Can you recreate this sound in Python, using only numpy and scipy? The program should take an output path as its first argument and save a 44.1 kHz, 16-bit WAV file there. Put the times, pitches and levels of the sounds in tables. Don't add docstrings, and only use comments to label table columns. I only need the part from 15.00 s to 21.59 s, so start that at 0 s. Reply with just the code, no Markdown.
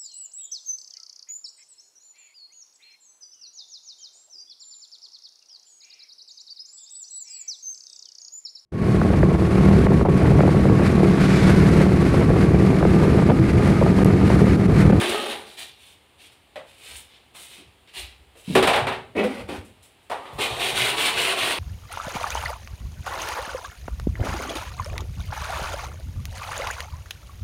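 import sys
import numpy as np
from scipy import signal
from scipy.fft import rfft, irfft, next_fast_len
from scipy.io import wavfile
from scipy.ndimage import uniform_filter1d, map_coordinates

SR = 44100
rng = np.random.default_rng(int(sys.argv[2]) if len(sys.argv) > 2 else 0)


def persist_wave(psi):
    counts = np.round(np.clip(psi, -1, 1) * 32767).astype(np.int16)
    wavfile.write(sys.argv[1], SR, np.atleast_2d(counts).T)


N = 290514

# (time [s], level [dB], body offset [dB], crack offset [dB], body pitch [Hz],
# ring level [dB], settling delay [s])
TUB_KNOCKS = [(3.552, -3, -7, -20.5, 440, -17, .017), (3.626, -5.5, -14, -20, 394, -37, .013),
              (3.673, -4, -10, -20, 666, -27, .031), (3.733, -6.5, -26, -25.5, 540, -46, 0.026),
              (3.759, -10, -4.5, -21, 720, -32, 0.01), (3.869, -11.5, -11, -25, 930, -30.5, .014),
              (3.924, -19.5, -11, -26, 820, -50, 0.023), (4.19, -19, -2, -36, 440, -41, .005),
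              (4.239, -20.5, -16, -19, 503, -39, 0.011), (4.488, -25.5, -1, -24.5, 308, -40.5, .031),
              (5.388, -24, -1, -13, 386, -35, .008)]
# (time [s], level [dB], body offset [dB], crack offset [dB], body pitch [Hz], ring level [dB])
JAR_KNOCKS = [(1.557, -26.5, -7.5, -23, 585, -36.5)]
# (time [s], level [dB], body offset [dB], crack offset [dB], body pitch [Hz])
TAPS = [(0.011, -13.5, -10, -16.5, 352), (0.094, -16.5, -33, -11.5, 350), (0.319, -21, -23, -24, 748),
        (0.574, -48, -20, -12, 428), (1.319, -52, -20, -2, 700), (2.348, -36, -13, -20, 980),
        (2.579, -44.5, 0.5, -7, 316), (3.353, -46, 0, -18, 445), (5.098, -26, 4.5, -15.5, 750),
        (5.113, -21, 0.5, -22, 830), (5.254, -30.5, -20, -30, 810)]
# (frequency [Hz], level [dB], t60 [s])
TUB_MODES = [(145, -27, 0.48), (223.3, -4.5, 0.29), (249, -9, 0.75), (376, 2.5, 0.49), (404, -10.5, 0.62),
             (444.3, -0.5, 0.43), (541, -1, 0.31), (615, -14.5, 0.75), (687, -26, .5), (812, -6.5, 0.46),
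             (1020, -5.5, 0.31), (1146, -4, 0.26)]
JAR_MODES = [(545, -5, 0.4), (604, 3, 0.22), (760, -2, 0.11), (1343, -14, .25), (1980, -10, 0.3)]
# (time [s], level [dB], pitch [Hz])
BUMPS = [(1.892, -44.5, 65), (2.657, -47, 90), (2.968, -37.5, 60.7), (3.017, -39, 61.6), (3.19, -45, 62),
         (3.477, -19, 187), (3.498, -21.5, 215), (3.525, -23.5, 190), (3.566, -26, 125),
         (3.816, -24.5, 117), (4.39, -29, 80), (4.509, -34, 231), (4.572, -36, 80)]
# (time [s], rise [s], hold [s], groan [dB], chatter [dB], rasp [dB])
SHOVES = [(4.145, 0.03, 0.035, -20.5, -28.5, -45.5), (4.221, 0.012, 0.017, -27, -38.5, -46),
          (4.279, 0.031, 0.097, -35.5, -43, -47), (4.473, 0.024, 0.065, -42, -55, -44.5)]
# (time [s], length [s], pitch [Hz], level [dB])
SQUEAKS = [(0.0, 0.1, 352.3, -25), (0.152, 0.067, 1265, -32.5), (4.166, 0.031, 448, -22),
           (4.185, 0.011, 390, -16.5), (4.175, 0.028, 2580, -28.5), (4.177, 0.024, 2230, -32),
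           (4.244, 0.024, 503, -18), (4.251, 0.065, 257, -29.5), (4.503, 0.03, 303, -32)]
# (time [s], rise [s], hold [s], splash [dB], gulp lead [s], gulp [dB])
SURGES = [(5.381, 0.044, 0.018, -25.5, 0.056, -40.5), (5.571, 0.057, 0.07, -26, 0.069, -39),
          (5.72, 0.07, 0.11, -23, 0, -38), (5.947, 0.071, 0.069, -22, -.01, -49),
          (6.135, 0.056, .12, -24, 0.007, -47.5), (6.349, 0.055, 0.12, -24.5, -.04, -43)]
# (time [s], rise [s], hold [s], drumming [dB], splash [dB])
FLOWS = [(5.152, 0.032, 0.2, -43, -53.5), (5.378, 0.011, 1.3, -34, -36.5)]
# (time [s], rise [s], hold [s], level [dB])
LAST_PUSH = [(0.27, 0.036, .015, -35)]
# (time [s], rise [s], hold [s], level [dB], grit offset [dB])
SCUFFS = [(0.438, .05, 0.058, -48, -7.5), (0.561, 0.034, 0.031, -37, -7), (0.742, 0.089, 0.09, -54, -5.5),
          (1.169, .05, 0.048, -51.5, -7), (1.65, .04, 0.13, -56, -6), (1.759, 0.15, .02, -42.5, -6.5),
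          (1.925, 0.035, 0.024, -45, 0), (2.078, 0.052, 0.04, -54.5, -17), (2.333, 0.036, 0.093, -47.5, 0),
          (2.46, 0.081, 0.013, -46, -5), (2.578, .012, .012, -52, -17), (2.872, .005, 0.022, -53, -14),
          (2.92, 0.064, 0.019, -35, -7.5), (3.348, 0.038, 0.027, -56.5, -1),
          (3.398, 0.16, .03, -40.5, -7.5), (4.64, 0.014, .02, -62.5, 3), (4.822, .005, 0.031, -59, 2),
          (5.024, .006, 0.023, -81, 12), (5.26, .02, 0.012, -54, -23), (5.33, .01, .04, -67, 5)]

# (frequency [Hz], level [dB])
KNOCK_CLACK = [(350, -16), (600, -7.5), (645, -2.5), (1020, -10), (1280, -9.5), (1380, -10.5), (2380, -10),
               (3780, -14), (5410, -33.5), (7000, -39), (9100, -62.5), (15400, -120)]
KNOCK_CRACK = [(3500, 0), (5200, 1.5), (6500, -5), (8800, 5), (11000, -4), (15500, -12)]
DRAG_GROAN = [(53, -34.5), (90, -4.5), (160, -21), (193, -4.5), (250, -10.5), (286, -13), (497, -4.5),
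              (684, -17.5), (774, -14), (833, -22), (1200, -24.5), (1300, -22), (1700, -37), (2210, -51),
              (3740, -120)]
DRAG_RASP = [(470, -27), (800, -3.5), (1290, -7), (1610, -8), (2600, -7), (4340, -14), (5240, -19),
             (6330, -25.5), (9450, -20), (15000, -36), (16000, -36.5)]
WATER_DRUM = [(76, -31), (130, -6.5), (172, -82), (204, -11), (323, -5), (365, 0), (408, -0.5), (591, -4.5),
              (692, 2), (1110, -3), (1200, -3), (1480, -17), (1900, -10), (2470, -24), (4180, -120)]
WATER_SPLASH = [(820, -29), (1400, -6), (1740, -12), (2070, -7), (2660, -3), (3550, -3), (4070, -6),
                (4930, -17.5), (6500, -24.5), (8450, -47), (14300, -120)]
WATER_SPRAY = [(3240, -19), (5500, -9), (6940, -7.5), (9240, 0), (10100, -6), (12200, -11.5),
               (14900, -13.5), (15600, -17), (16000, -17)]
AIR_GULP = [(30, -14), (55, 2), (80, -4), (125, 3), (180, -8), (320, -40)]
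SLIDE_RUMBLE = [(71, -57), (120, -53), (157, -36), (204, -11.5), (289, -20.5), (347, -8), (533, -13.5),
                (799, -12.5), (1050, -20.5), (1130, -15.5), (1900, -21.5), (2470, -38), (4180, -120)]
SLIDE_RASP = [(940, -63), (1600, -4.5), (3110, 4), (4000, -0.5), (4890, -11), (5820, -15), (7690, -14),
              (9330, -8), (12500, -21.5), (14800, -20.5), (16000, -33)]
SOLE_BRUSH = [(100, -27), (350, -8.5), (800, -10), (1500, -12), (2500, 0), (3700, 0), (5000, -10.5),
              (7000, -21), (12000, -41)]
FLOOR_GRIT = [(3000, -43.5), (4800, -12), (6500, -8.5), (9000, 0), (11500, -8.5), (15500, -15)]
ROOM_TONE = [(15, -37), (25, -3), (76, 11), (161, -0.5), (384, 2), (591, -1.5), (775, 1), (1440, -6.5),
             (2990, -1.5), (3920, -6.5), (5880, -21), (9320, -12), (12200, -24), (14800, -18), (16000, -34)]
# (frequency [Hz], t60 [s])
ROOM_DECAY = [(100, 0.8), (400, 0.4), (1000, 0.43), (3000, 0.36), (9000, 0.3), (15000, 0.21)]

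BODY_T60_S, RASP_T60_S, HISS_T60_S = 0.61, 0.42, 0.31
SETTLE_DB, SETTLE_BODY_DB, SETTLE_CRACK_DB = -10, 7, -5.5


def knocks(clack_db, body_db, crack_db, body_rel_width, build_s):
    out, t = np.zeros(N), np.arange(SR) / SR
    build = (1 - 0.5 * np.exp(-t / build_s)) * (1 - np.exp(-t / 0.0005))
    settlings = [(s + delay_s, db + SETTLE_DB, hollow + SETTLE_BODY_DB, sharp + SETTLE_CRACK_DB, hz)
                 for s, db, hollow, sharp, hz, _, delay_s in TUB_KNOCKS]
    for s, db, hollow_db, sharp_db, hz, *_ in TUB_KNOCKS + settlings + TAPS + JAR_KNOCKS:
        clack = echoes(lambda f: amp(along(KNOCK_CLACK, f)), early_t60_s=0.16, late_db=-7)
        body = echoes(lambda f: abs(resonance(f, hz, body_rel_width * hz)) ** 2,
                      early_t60_s=0.29, late_db=-17.5)
        crack = echoes(lambda f: amp(along(KNOCK_CRACK, f)), early_t60_s=0.16, late_db=-2)
        thud = amp(clack_db) * clack + amp(body_db + hollow_db) * body
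        add(out, s, amp(db) * (amp(crack_db + sharp_db) * crack + build * thud))
    return out


def ringing(blows, modes, waver):
    out, t = np.zeros(N), np.arange(SR) / SR
    attack = 1 - np.exp(-t / 0.0024)
    for s, db in blows:
        for hz, mode_db, t60_s in modes:
            tone = wavering_tone(hz, waver)
            decay = amp(db + mode_db + 2 * rng.standard_normal() - 60 * t / t60_s)
            add(out, s, attack * decay * tone)
    return out


def bumps(level_db, rel_width):
    out, t = np.zeros(N), np.arange(SR) / SR
    attack = 1 - np.exp(-t / 0.004)
    for s, db, hz in BUMPS:
        boom = echoes(lambda f: abs(resonance(f, hz, rel_width * hz)) ** 2, early_t60_s=0.17, late_db=-5)
        add(out, s, amp(db + level_db) * attack * boom)
    return out


def drag(slip_hz, jitter, groan_db, chatter_db, rim_hz, rim_width_hz, rasp_db, t60_s):
    groan = strokes([(s, rise, hold, db) for s, rise, hold, db, _, _ in SHOVES], t60_s)
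    chatter = strokes([(s, rise, hold, db) for s, rise, hold, _, db, _ in SHOVES], t60_s)
    rasp = strokes([(s, rise, hold, db) for s, rise, hold, _, _, db in SHOVES], HISS_T60_S)
    drift = unit(uniform_filter1d(rng.standard_normal(N), SR // 100))
    rate_hz = slip_hz * np.exp(jitter * drift)
    slips = np.diff(np.floor(np.cumsum(rate_hz) / SR), prepend=0)
    slips *= amp(3.4 * rng.standard_normal(N))
    judder = in_room(unit(slips - slips.mean()), direct=0.7)
    rim = unit(filtered(judder, lambda f: resonance(f, rim_hz, rim_width_hz) ** 2))
    return (amp(groan_db) * groan * coloured(judder, DRAG_GROAN)
            + amp(chatter_db) * chatter * rim
            + amp(rasp_db) * rasp * grains(DRAG_RASP, rate_hz=6000, spread_db=1.5))


def squeaks(waver, t60_s):
    out, t = np.zeros(N), np.arange(SR) / SR
    attack = 1 - np.exp(-t / 0.0025)
    for s, length_s, hz, db in SQUEAKS:
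        decay = amp(db - 60 * np.maximum(t - length_s, 0) / t60_s)
        add(out, s, attack * decay * wavering_tone(hz, waver))
    return out


def water(drum_db, splash_db, spray_db, bubble_db, sputter_db, sputter_hz):
    surges = [(s, rise, hold, db) for s, rise, hold, db, _, _ in SURGES]
    stream_drum = strokes([(s, rise, hold, db) for s, rise, hold, db, _ in FLOWS], BODY_T60_S)
    stream_splash = strokes([(s, rise, hold, db) for s, rise, hold, _, db in FLOWS], RASP_T60_S)
    drum_gain = np.hypot(stream_drum, amp(drum_db) * strokes(surges, BODY_T60_S))
    splash_gain = np.hypot(stream_splash, strokes(surges, RASP_T60_S))
    spray_gain = amp(spray_db) * np.hypot(stream_splash, strokes(surges, HISS_T60_S))
    drum = through_tub(grains(WATER_DRUM, rate_hz=4000, spread_db=1.4), share=0.26, width_hz=13)
    froth = amp(splash_db) * grains(WATER_SPLASH, rate_hz=14000, spread_db=3)
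    froth += amp(bubble_db) * bubbles(centre_hz=2625, spread=0.243, cycles=9, rise=0.044, count=6000)
    spray = grains(WATER_SPRAY, rate_hz=12000, spread_db=1.12)
    sputter = amp(sputter_db * wobble(sputter_hz))
    return sputter * (drum_gain * drum + splash_gain * froth + spray_gain * spray)


def bubbles(centre_hz, spread, cycles, rise, count):
    when, pitch, size = rng.random(count), rng.standard_normal(count), rng.random(count)
    hz = np.clip(centre_hz * np.exp(spread * pitch), 400, 6000)[:, None]
    samples = np.arange(500)
    age = hz * samples / SR / cycles
    rings = size[:, None] * np.exp(-2 * age) * np.sin(2 * np.pi * cycles * age * (1 + rise * age))
    places = (when * N).astype(int)[:, None] + samples
    fizz = np.bincount(places.ravel(), rings.ravel(), N)[:N]
    return in_room(unit(fizz), direct=0.97)


def gulps(rise_s, hold_s):
    gain = strokes([(s - lead_s, rise_s, hold_s, db) for s, *_, lead_s, db in SURGES], BODY_T60_S)
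    return gain * coloured(rng.standard_normal(N), AIR_GULP)


def slide(start_s, rise_s, hold_s, sag_db_per_s, rumble_db, rasp_db):
    slowing = amp(-sag_db_per_s * np.minimum(np.arange(N) / SR, hold_s))
    speed = slowing * stroke(start_s, rise_s, hold_s, BODY_T60_S)
    rumble = through_tub(grains(SLIDE_RUMBLE, rate_hz=1500, spread_db=1.9), share=0.27, width_hz=17)
    rasp = grains(SLIDE_RASP, rate_hz=5000, spread_db=0.67)
    rasp_gain = np.hypot(amp(rasp_db) * speed, strokes(LAST_PUSH, HISS_T60_S))
    return amp(rumble_db) * speed * rumble + rasp_gain * rasp


def scuffs(grit_db):
    brush_gain = strokes([(s, rise, hold, db) for s, rise, hold, db, _ in SCUFFS], RASP_T60_S)
    grit_gain = strokes([(s, rise, hold, db + grit) for s, rise, hold, db, grit in SCUFFS], HISS_T60_S)
    return (brush_gain * grains(SOLE_BRUSH, rate_hz=7000, spread_db=2.4)
            + amp(grit_db) * grit_gain * grains(FLOOR_GRIT, rate_hz=4500, spread_db=1.3))


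def room_tone(level_db):
    return amp(level_db) * coloured(rng.standard_normal(N), ROOM_TONE)


def echoes(colour, early_t60_s, late_db):
    t = np.arange(SR) / SR
    near, far = [unit(filtered(rng.standard_normal(SR), colour)) for _ in range(2)]
    near /= np.sqrt(np.mean(near[:SR // 25] ** 2))
    hz, age_s, bands = signal.stft(far, SR, nperseg=256)
    bands = bands * amp(-60 * age_s / along(ROOM_DECAY, hz)[:, None])
    tail = signal.istft(bands, SR, nperseg=256)[1][:SR]
    return near * amp(-60 * t / early_t60_s) + amp(late_db) * tail * (1 - np.exp(-t / 0.022))


def in_room(x, direct):
    out, hop = np.zeros(N), SR // 5
    padded = np.pad(x, (hop, 2 * hop))
    window = np.sin(np.linspace(0, np.pi, 2 * hop))
    for start in range(0, N + hop, hop):
        response = echoes(np.ones_like, early_t60_s=0.13, late_db=-8)[:SR // 3]
        piece = padded[start:start + 2 * hop] * window
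        wet = signal.fftconvolve(piece, response / np.linalg.norm(response))
        add(out, (start - hop) / SR, wet[max(hop - start, 0):])
    return unit(direct * x + out)


def grains(spectrum, rate_hz, spread_db):
    sizes = rng.standard_normal(N) * amp(spread_db * np.minimum(rng.exponential(size=N), 4))
    impacts = unit(sizes * (rng.random(N) < rate_hz / SR))
    return coloured(in_room(impacts, direct=1.48), spectrum)


def through_tub(x, share, width_hz):
    walls = filtered(x, lambda f: sum(amp(db) * resonance(f, hz, width_hz) for hz, db, _ in TUB_MODES))
    return unit(x + share * unit(walls))


def stroke(start_s, rise_s, hold_s, t60_s):
    t = np.arange(N) / SR - start_s
    swell = np.sin(np.pi / 2 * np.clip(t / rise_s, 0, 1)) ** 1.97
    stopped_s = np.clip(t - rise_s - hold_s, 0, 1)
    drop_db = np.minimum(stopped_s / 0.021, 1)
    return swell * amp(-drop_db - 60 * stopped_s / t60_s)


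def strokes(rows, t60_s):
    return np.sqrt(sum((amp(db) * stroke(s, rise, hold, t60_s)) ** 2 for s, rise, hold, db in rows))


def wavering_tone(hz, waver):
    turns = hz * np.arange(SR) / SR + rng.random()
    drift = waver * np.cumsum(rng.standard_normal(SR)) / np.sqrt(SR)
    return np.sin(2 * np.pi * (turns + drift))


def wobble(rate_hz):
    knots = rng.standard_normal(int(N * rate_hz / SR) + 4)
    return map_coordinates(knots, [np.arange(N) * rate_hz / SR])


def resonance(f, hz, width_hz):
    return 1j * f * width_hz / (hz * hz - f * f + 1j * f * width_hz)


def coloured(x, spectrum):
    return unit(filtered(x, lambda hz: amp(along(spectrum, hz))))


def filtered(x, response):
    size = next_fast_len(len(x) + 8192)
    return irfft(rfft(x, size) * response(np.fft.rfftfreq(size, 1 / SR)), size)[:len(x)]


def along(points, hz):
    f, values = np.transpose(points)
    return np.interp(np.log(hz + 1), np.log(f + 1), values)


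def add(track, time_s, sound):
    start = max(round(time_s * SR), 0)
    track[start:start + len(sound)] += sound[:N - start]


def amp(db):
    return 10 ** (np.asarray(db) / 20)


def unit(x):
    return x / np.sqrt(np.mean(x ** 2) + 1e-20)


def scene():
    mix = knocks(clack_db=-6.5, body_db=-3.5, crack_db=-3, body_rel_width=0.75, build_s=0.024)
    mix += bumps(level_db=-2, rel_width=0.44)
    mix += ringing([(s, ring_db) for s, *_, ring_db, delay_s in TUB_KNOCKS], TUB_MODES, waver=0.43)
    mix += ringing([(s, ring_db) for s, *_, ring_db in JAR_KNOCKS], JAR_MODES, waver=0.76)
    mix += slide(start_s=-0.024, rise_s=0.017, hold_s=0.335, sag_db_per_s=24.5,
                 rumble_db=-26, rasp_db=-27)
    mix += scuffs(grit_db=0.5)
    mix += squeaks(waver=0.78, t60_s=0.077)
    mix += drag(slip_hz=256.1, jitter=0.14, groan_db=-0.5, chatter_db=-5,
                rim_hz=2230, rim_width_hz=770, rasp_db=4, t60_s=0.41)
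    mix += water(drum_db=-9.5, splash_db=-1.9, spray_db=-10, bubble_db=-5,
                 sputter_db=0.7, sputter_hz=69.9)
    mix += gulps(rise_s=0.0097, hold_s=0.038)
    mix += room_tone(level_db=-58.5)
    return mix[None]


def record(dry):
    lean = signal.sosfilt(signal.butter(3, 45, "highpass", fs=SR, output="sos"), dry)
    return np.array([filtered(channel, lambda hz: hz < 15760) for channel in lean])


dry = scene()
out = record(dry)
persist_wave(out)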